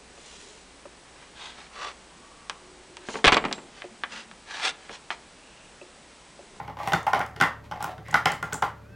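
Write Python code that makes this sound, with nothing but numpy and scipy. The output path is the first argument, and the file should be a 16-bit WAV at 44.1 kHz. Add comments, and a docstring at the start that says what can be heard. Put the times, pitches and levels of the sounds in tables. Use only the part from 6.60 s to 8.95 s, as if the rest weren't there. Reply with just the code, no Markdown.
"""Glass marbles, moved by hand, knock on a plastic solitaire board on a wooden table in a small room.
Each landing cracks at the contact, rings the board and its rim, and thumps the table.
The marbles also click against each other and roll a little, feeding tiny bumps into the board.
Under them are room air, a low hum and, at the end, a faint rising whine. Nearly mono."""
import sys
import numpy as np
from scipy import signal
from scipy.fft import rfft, irfft, next_fast_len
from scipy.io import wavfile
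from scipy.ndimage import map_coordinates

SR = 44100
rng = np.random.default_rng(int(sys.argv[2]) if len(sys.argv) > 2 else 0)


def unload_wav(signal):
    """Save mono or channel-first audio to the path in sys.argv[1] as 16-bit WAV at rate SR, clipped to [-1, 1]."""
    wavfile.write(
        sys.argv[1],
        SR,
        np.round(np.clip(np.atleast_2d(signal).T, -1, 1) * 32767).astype(np.int16),
    )


N = 103635
HIT_N = SR // 2
T, HIT_T = np.arange(N) / SR, np.arange(HIT_N) / SR


def amp(db):
    """Decibels to gain."""
    return 10 ** (np.asarray(db) / 20)


def unit(x):
    """Scale to rms 1."""
    return x / np.sqrt(np.mean(x ** 2) + 1e-20)


def at_level(x, db, window_s=0.03):
    """Set the rms of a hit's opening window."""
    return amp(db) * x / np.sqrt(np.mean(x[:round(window_s * SR)] ** 2))


def along(points, hz):
    """Interpolate (f/Hz, value) points over log frequency."""
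    f, values = np.transpose(points)
    return np.interp(np.log(hz + 1), np.log(f + 1), values)


def coloured(x, spectrum):
    """Filter by (f/Hz, level/dB) points."""
    m = next_fast_len(len(x) + 2048)
    gain = amp(along(spectrum, np.fft.rfftfreq(m, 1 / SR)))
    return irfft(rfft(x, m) * gain, m)[:len(x)]


def wobble(knots_per_s):
    """Smooth random curve."""
    return map_coordinates(rng.standard_normal(128), [T * knots_per_s], mode="mirror")


def add(track, start_s, sound):
    """Mix a sound into the track."""
    i = max(0, round(start_s * SR))
    track[i:i + len(sound)] += sound[:max(0, N - i)]


def burst(spectrum, t60_s):
    """Dense, heavily damped modes excited by a contact."""
    return unit(coloured(rng.standard_normal(HIT_N), spectrum) * amp(-60 * HIT_T / t60_s))


def ring(modes, scatter_db=5.5):
    """Modes that ring on; strength and sign vary from spot to spot."""
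    out = np.zeros(HIT_N)
    for hz, db, t60_s in modes:
        sign = rng.choice([-1, 1])
        envelope = amp(db + scatter_db * rng.standard_normal() - 60 * HIT_T / t60_s)
        out += sign * envelope * np.sin(2 * np.pi * hz * HIT_T)
    return unit(out)


def swell(x, rise_s):
    """A body takes a moment to get moving."""
    return x * (1 - np.exp(-HIT_T / rise_s))


def tuned(spectrum, spot_hz, board_hz=800):
    """Slide the board's main resonance to that of one spot."""
    return np.array(spectrum) * [spot_hz / board_hz, 1]


# Room decay: f/Hz, t60/s
ROOM_DECAY = [(150, 0.23), (1000, 0.36), (3000, 0.27), (7000, 0.24), (15000, 0.21)]
# Wall echoes: t/s, level/dB
WALL_ECHOES = [(.0031, -6.5), (.0105, -8.5), (.0135, -12.5), (.019, -15.5)]


def in_room(x, tail_db, onset_s=0.0093, path_spread=0.06, echo_cutoff_hz=3020):
    """Direct sound, dull echoes off the near walls and the small room's tail."""
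    hz, t, noise = signal.stft(rng.standard_normal(HIT_N), SR, nperseg=256)
    decay = amp(-60 * t / along(ROOM_DECAY, hz)[:, None])
    tail = signal.istft(noise * decay, SR, nperseg=256)[1]
    tail *= 1 - np.exp(-(np.arange(len(tail)) / SR / onset_s) ** 2)
    echoes = np.zeros(len(tail))
    for mean_s, db in WALL_ECHOES:
        delay_s = abs(mean_s * (1 + path_spread * rng.standard_normal()))
        echoes[round(delay_s * SR)] += amp(db)
    echoes = signal.lfilter(*signal.butter(2, echo_cutoff_hz, fs=SR), echoes)
    response = amp(tail_db) * tail / np.linalg.norm(tail) + echoes
    return x + signal.fftconvolve(x, response)[:len(x)]


# Room noise spectra, mid and side: f/Hz, level/dB
AIR_MID = [(20, 1), (40, -4), (70, -13.5), (125, 0.5), (200, -5), (400, -16), (700, -18), (1500, -21.5),
           (3000, -30.5), (6000, -36), (15000, -46.5)]
AIR_SIDE = [(20, -1), (70, 7.5), (130, -8.5), (300, -9), (600, 7), (1200, -38), (15000, -56.5)]


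def air(spectrum, rms_db):
    """Steady, low room noise."""
    return amp(rms_db) * unit(coloured(rng.standard_normal(N), spectrum))


# Hum tones: f/Hz, level/dB
HUM_TONES = [(73, -53.5), (109.5, -51.5), (441, -62.5), (554.5, -76), (587, -63.5)]


def hum(waver_db=-0.5, drift_rad=0.89):
    """Low tones wavering in level and phase."""
    out = np.zeros(N)
    for hz, db in HUM_TONES:
        rms = amp(db + waver_db * wobble(10.13))
        out += rms * np.sin(2 * np.pi * hz * T + drift_rad * wobble(2.66))
    return np.sqrt(2) * out


# Glide of the unsounded fundamental: t/s, f/Hz, level/dB
WHINE_GLIDE = [(2.18, 465, -88), (2.25, 478, -59), (2.299, 514, -64.5), (2.35, 530, -52.5)]
# Partials: harmonic number, level/dB
WHINE_HARMONICS = [(3, 0), (5, -5)]


def whine(jitter=0.00405):
    """Faint, thin whine: two harmonics of a rising pitch."""
    times, hz, db = np.transpose(WHINE_GLIDE)
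    pitch_hz = np.interp(T, times, hz) * (1 + jitter * wobble(50.6))
    phase = 2 * np.pi * np.cumsum(pitch_hz) / SR
    envelope = amp(np.interp(T, times, db)) * (T > times[0])
    return envelope * sum(amp(level) * np.sin(k * phase) for k, level in WHINE_HARMONICS)


# Rolls: t/s, length/s, resonance/Hz, rumble/dB, scrape/dB
MARBLE_ROLLS = [(0.0, 0.12, 830, -50, -62), (.165, 0.15, 836, -39.5, -49.5), (0.543, 0.084, 777, -32, -54),
                (1.033, 0.037, 940, -62, -58), (1.127, 0.07, 776, -42.5, -62),
                (1.19, 0.076, 870, -44.5, -50), (1.266, 0.068, 744, -40, -53),
                (1.441, 0.11, 1970, -52, -59), (1.849, 0.098, 856, -49.5, -64)]
# Rolling spectra: f/Hz, level/dB
RUMBLE_SPECTRUM = [(100, -33.5), (500, -15), (680, -5), (800, 5.5), (1000, -15.5), (1600, -26.5),
                   (2000, -18.5), (2700, -39.5), (6000, -86.5)]
SCRAPE_SPECTRUM = [(900, -8), (2100, 3), (2700, 0.5), (5000, -6.5), (8000, -15), (15000, -20.5)]


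def rolls(bumps_per_s=1500, scatter_db=5):
    """A rolling marble feeds many tiny bumps into the board and scrapes lightly on it."""
    out = np.zeros(N)
    for start_s, length_s, spot_hz, rumble_db, scrape_db in MARBLE_ROLLS:
        contacts = rng.random(HIT_N) < bumps_per_s / SR
        bumps = contacts * amp(scatter_db * rng.standard_normal(HIT_N)) * rng.choice([-1, 1], HIT_N)
        rumble = amp(rumble_db) * unit(coloured(bumps, tuned(RUMBLE_SPECTRUM, spot_hz)))
        scrape = amp(scrape_db) * unit(coloured(bumps, SCRAPE_SPECTRUM))
        pressure = signal.windows.tukey(round(length_s * SR), 0.5)
        add(out, start_s, (rumble + scrape)[:len(pressure)] * pressure)
    return in_room(out, tail_db=-4)


# Marble on marble: t/s, tick/dB, ping/dB
MARBLE_CLICKS = [(0.2739, -42.5, -71), (0.284, -42, -72), (0.3325, -61, -45.5), (0.4302, -57, -58),
                 (.4665, -47, -70), (0.534, -59, -58), (.593, -44.5, -79), (0.6637, -51, -80),
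                 (0.763, -52, -72), (0.8117, -58, -42), (1.2263, -39.5, -50), (1.2426, -38, -67),
                 (1.484, -65, -61), (1.512, -49, -51), (1.6562, -56, -44), (1.719, -41.5, -48),
                 (1.8274, -46.5, -51), (1.932, -40, -39), (1.9419, -56, -39), (1.9454, -43, -60),
                 (2.023, -68, -50)]
# Glass spectra: f/Hz, level/dB
TICK_SPECTRUM = [(1500, 0.5), (4000, -6.5), (7000, -3), (9500, -5), (13000, -9), (15000, -33), (16000, 4)]
PING_SPECTRUM = [(4500, -30), (6000, -7), (7200, 0), (8300, -5), (10000, -14), (13000, -32)]


def clicks():
    """Glass meets glass in a short, bright tick; a free marble adds a high ping."""
    out = np.zeros(N)
    for start_s, tick_db, ping_db in MARBLE_CLICKS:
        for spectrum, db in (TICK_SPECTRUM, tick_db), (PING_SPECTRUM, ping_db):
            click = in_room(burst(spectrum, t60_s=0.012), tail_db=-6)
            add(out, start_s, at_level(click, db))
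    return out


# Wooden table thud: f/Hz, level/dB
THUD_SPECTRUM = [(30, -45), (80, -17), (150, 19), (300, 1.5), (450, 7.5), (900, -1), (2000, -43)]
# Wooden table modes: f/Hz, level/dB, t60/s
TABLE_MODES = [(127.6, -13, 0.12), (152.2, -0.5, 0.095), (167.4, -3, .15), (262.2, -13.5, 0.14),
               (432.7, -7, 0.13)]


def table_thump(db, ring_db=7):
    """The table under the board thuds and rings low."""
    thud = in_room(burst(THUD_SPECTRUM, t60_s=0.057), tail_db=-3.5)
    thump = thud + amp(ring_db) * ring(TABLE_MODES)
    return at_level(swell(thump, rise_s=0.0057), db)


# Board and rim clack spectra: f/Hz, level/dB
LOW_SPECTRUM = [(200, -28), (500, -12), (800, -3.5), (1100, -3.5), (1500, -49), (3000, -86)]
HIGH_SPECTRUM = [(600, -19), (1100, -6), (1420, -5.5), (1580, -1), (1750, -32), (2500, -47), (5000, -65)]
RIM_SPECTRUM = [(1200, -55), (1750, -1.5), (2050, 7.5), (2300, -10), (2700, -15), (5000, -44.5)]
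# Board and rim modes: f/Hz, level/dB, t60/s
LOW_MODES = [(560, -10, .08), (713, -5, .14), (783, -1, .16), (823, 0, .15), (870, -4, .1), (1043, -2, .18),
             (1154, -5, .17)]
HIGH_MODES = [(1338, -14, 0.51), (1395, 3, 0.2), (1488, 16.5, 0.043), (1549, -15, 0.21)]
RIM_MODES = [(1833, -0.57, 0.3), (2010, -1.8, 0.23), (2120, -2, 0.15)]


def board_clack(spot_hz, low_db, high_db, rim_db, lift_db=10.5, width_oct=0.13):
    """Board and rim clack and ring; the struck spot favours low modes near its resonance."""
    def band(spectrum, modes, db, ring_db):
        clack = in_room(burst(spectrum, t60_s=0.017), tail_db=-4) + amp(ring_db) * ring(modes)
        return at_level(swell(clack, rise_s=0.00058), db)

    favoured = [(hz, db + lift_db * np.exp(-(np.log2(hz / spot_hz) / width_oct) ** 2), t60_s)
                for hz, db, t60_s in LOW_MODES]
    low = band(tuned(LOW_SPECTRUM, spot_hz), favoured, low_db, ring_db=5.5)
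    high = band(HIGH_SPECTRUM, HIGH_MODES, high_db, ring_db=5)
    rim = band(RIM_SPECTRUM, RIM_MODES, rim_db, ring_db=-2)
    return low + high + rim


# Contact crack: f/Hz, level/dB
CRACK_SPECTRUM = [(800, -6.5), (2000, -8), (3000, 10.5), (4000, -0.5), (5300, 0.5), (8000, -15),
                  (12000, -15), (15000, -25), (16000, -28)]
# Marble on board: t/s, resonance/Hz, thump/dB, board low/dB, board high/dB, rim/dB, crack/dB
MARBLE_KNOCKS = [(0.0, 816, -49, -36.5, -49, -49, -60), (.079, 836, -46, -39.5, -51, -53.5, -56),
                 (.099, 910, -49, -42.5, -56, -58, -64), (.17, 865, -51, -42, -57, -57, -58.5),
                 (.202, 860, -59, -34, -61, -55, -63), (0.2751, 816, -39, -27.5, -44, -40, -41.5),
                 (.321, 720, -64, -26.5, -43, -34.5, -38), (0.3339, 790, -28, -29, -23, -31, -33),
                 (.4665, 830, -58, -27, -41, -50, -45.5), (.4705, 830, -50, -23.5, -34, -37, -47),
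                 (0.5327, 794, -36, -21.5, -26.5, -32, -36.5), (.546, 773, -43.5, -31, -36, -46, -42),
                 (.558, 960, -48, -27.5, -41, -40, -50), (.593, 730, -42, -33.5, -42, -42.5, -49.5),
                 (.605, 1070, -53, -36, -32, -52, -51.5), (.6135, 765, -47, -39, -45, -37, -46.5),
                 (0.7621, 770, -48, -48.5, -49, -50, -51.5), (0.8011, 810, -60, -31.5, -34, -44, -39.5),
                 (0.8111, 750, -29.5, -26, -20, -28, -32.5), (.822, 1100, -43.5, -26, -23, -28, -34),
                 (.837, 830, -39.5, -29, -30.5, -37.5, -39), (1.113, 815, -46, -38.5, -48, -54, -49),
                 (1.121, 890, -57, -36, -42.5, -50, -52), (1.206, 830, -65, -35.5, -48, -67, -53),
                 (1.225, 850, -45.5, -39, -42.5, -66, -68), (1.242, 933, -44, -35, -35, -64, -48.5),
                 (1.38, 740, -46, -56, -51.5, -59, -60), (1.484, 950, -45, -45, -51.5, -61, -58),
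                 (1.527, 774, -42, -38, -41, -49, -55), (1.5424, 1131, -35, -23, -19.5, -25.5, -33),
                 (1.555, 1070, -72, -47, -26, -35.5, -56), (1.6572, 727, -32.5, -21.5, -25.5, -26, -27.5),
                 (1.7197, 770, -41, -37.5, -39, -42.5, -43), (1.8268, 745, -40, -39.5, -30.5, -41, -47.5),
                 (1.925, 870, -38.5, -43, -34.5, -44, -45), (1.944, 850, -45, -37, -46, -52, -72),
                 (2.023, 790, -41, -29, -32, -43, -43), (2.026, 1056, -41.5, -25, -28.5, -36, -43)]


def knocks():
    """A marble lands: the board clacks, the table thumps, the contact cracks."""
    out = np.zeros(N)
    for start_s, spot_hz, thump_db, low_db, high_db, rim_db, crack_db in MARBLE_KNOCKS:
        clack = board_clack(spot_hz, low_db, high_db, rim_db)
        thump = table_thump(thump_db)
        crack = in_room(burst(CRACK_SPECTRUM, t60_s=0.02), tail_db=-5)
        add(out, start_s, clack + thump + at_level(crack, crack_db))
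    return out


def scene():
    """Both channels are alike but for a little low room noise."""
    mid = knocks() + clicks() + rolls() + hum() + air(AIR_MID, rms_db=-50) + whine()
    side = air(AIR_SIDE, rms_db=-60)
    return np.array([mid + side, mid - side])


def record(dry, knee_db=-4.5, low_hz=32, top_hz=15900):
    """Round off the highest peaks, then limit the band."""
    rounded = dry / (1 + (dry / amp(knee_db)) ** 6) ** (1 / 6)
    m = next_fast_len(N + 8192)
    hz = np.fft.rfftfreq(m, 1 / SR)
    low_cut = hz ** 4 / (hz ** 4 + low_hz ** 4)
    return irfft(rfft(rounded, m) * low_cut * (hz < top_hz), m)[:, :N]


dry = scene()
out = record(dry)
unload_wav(out)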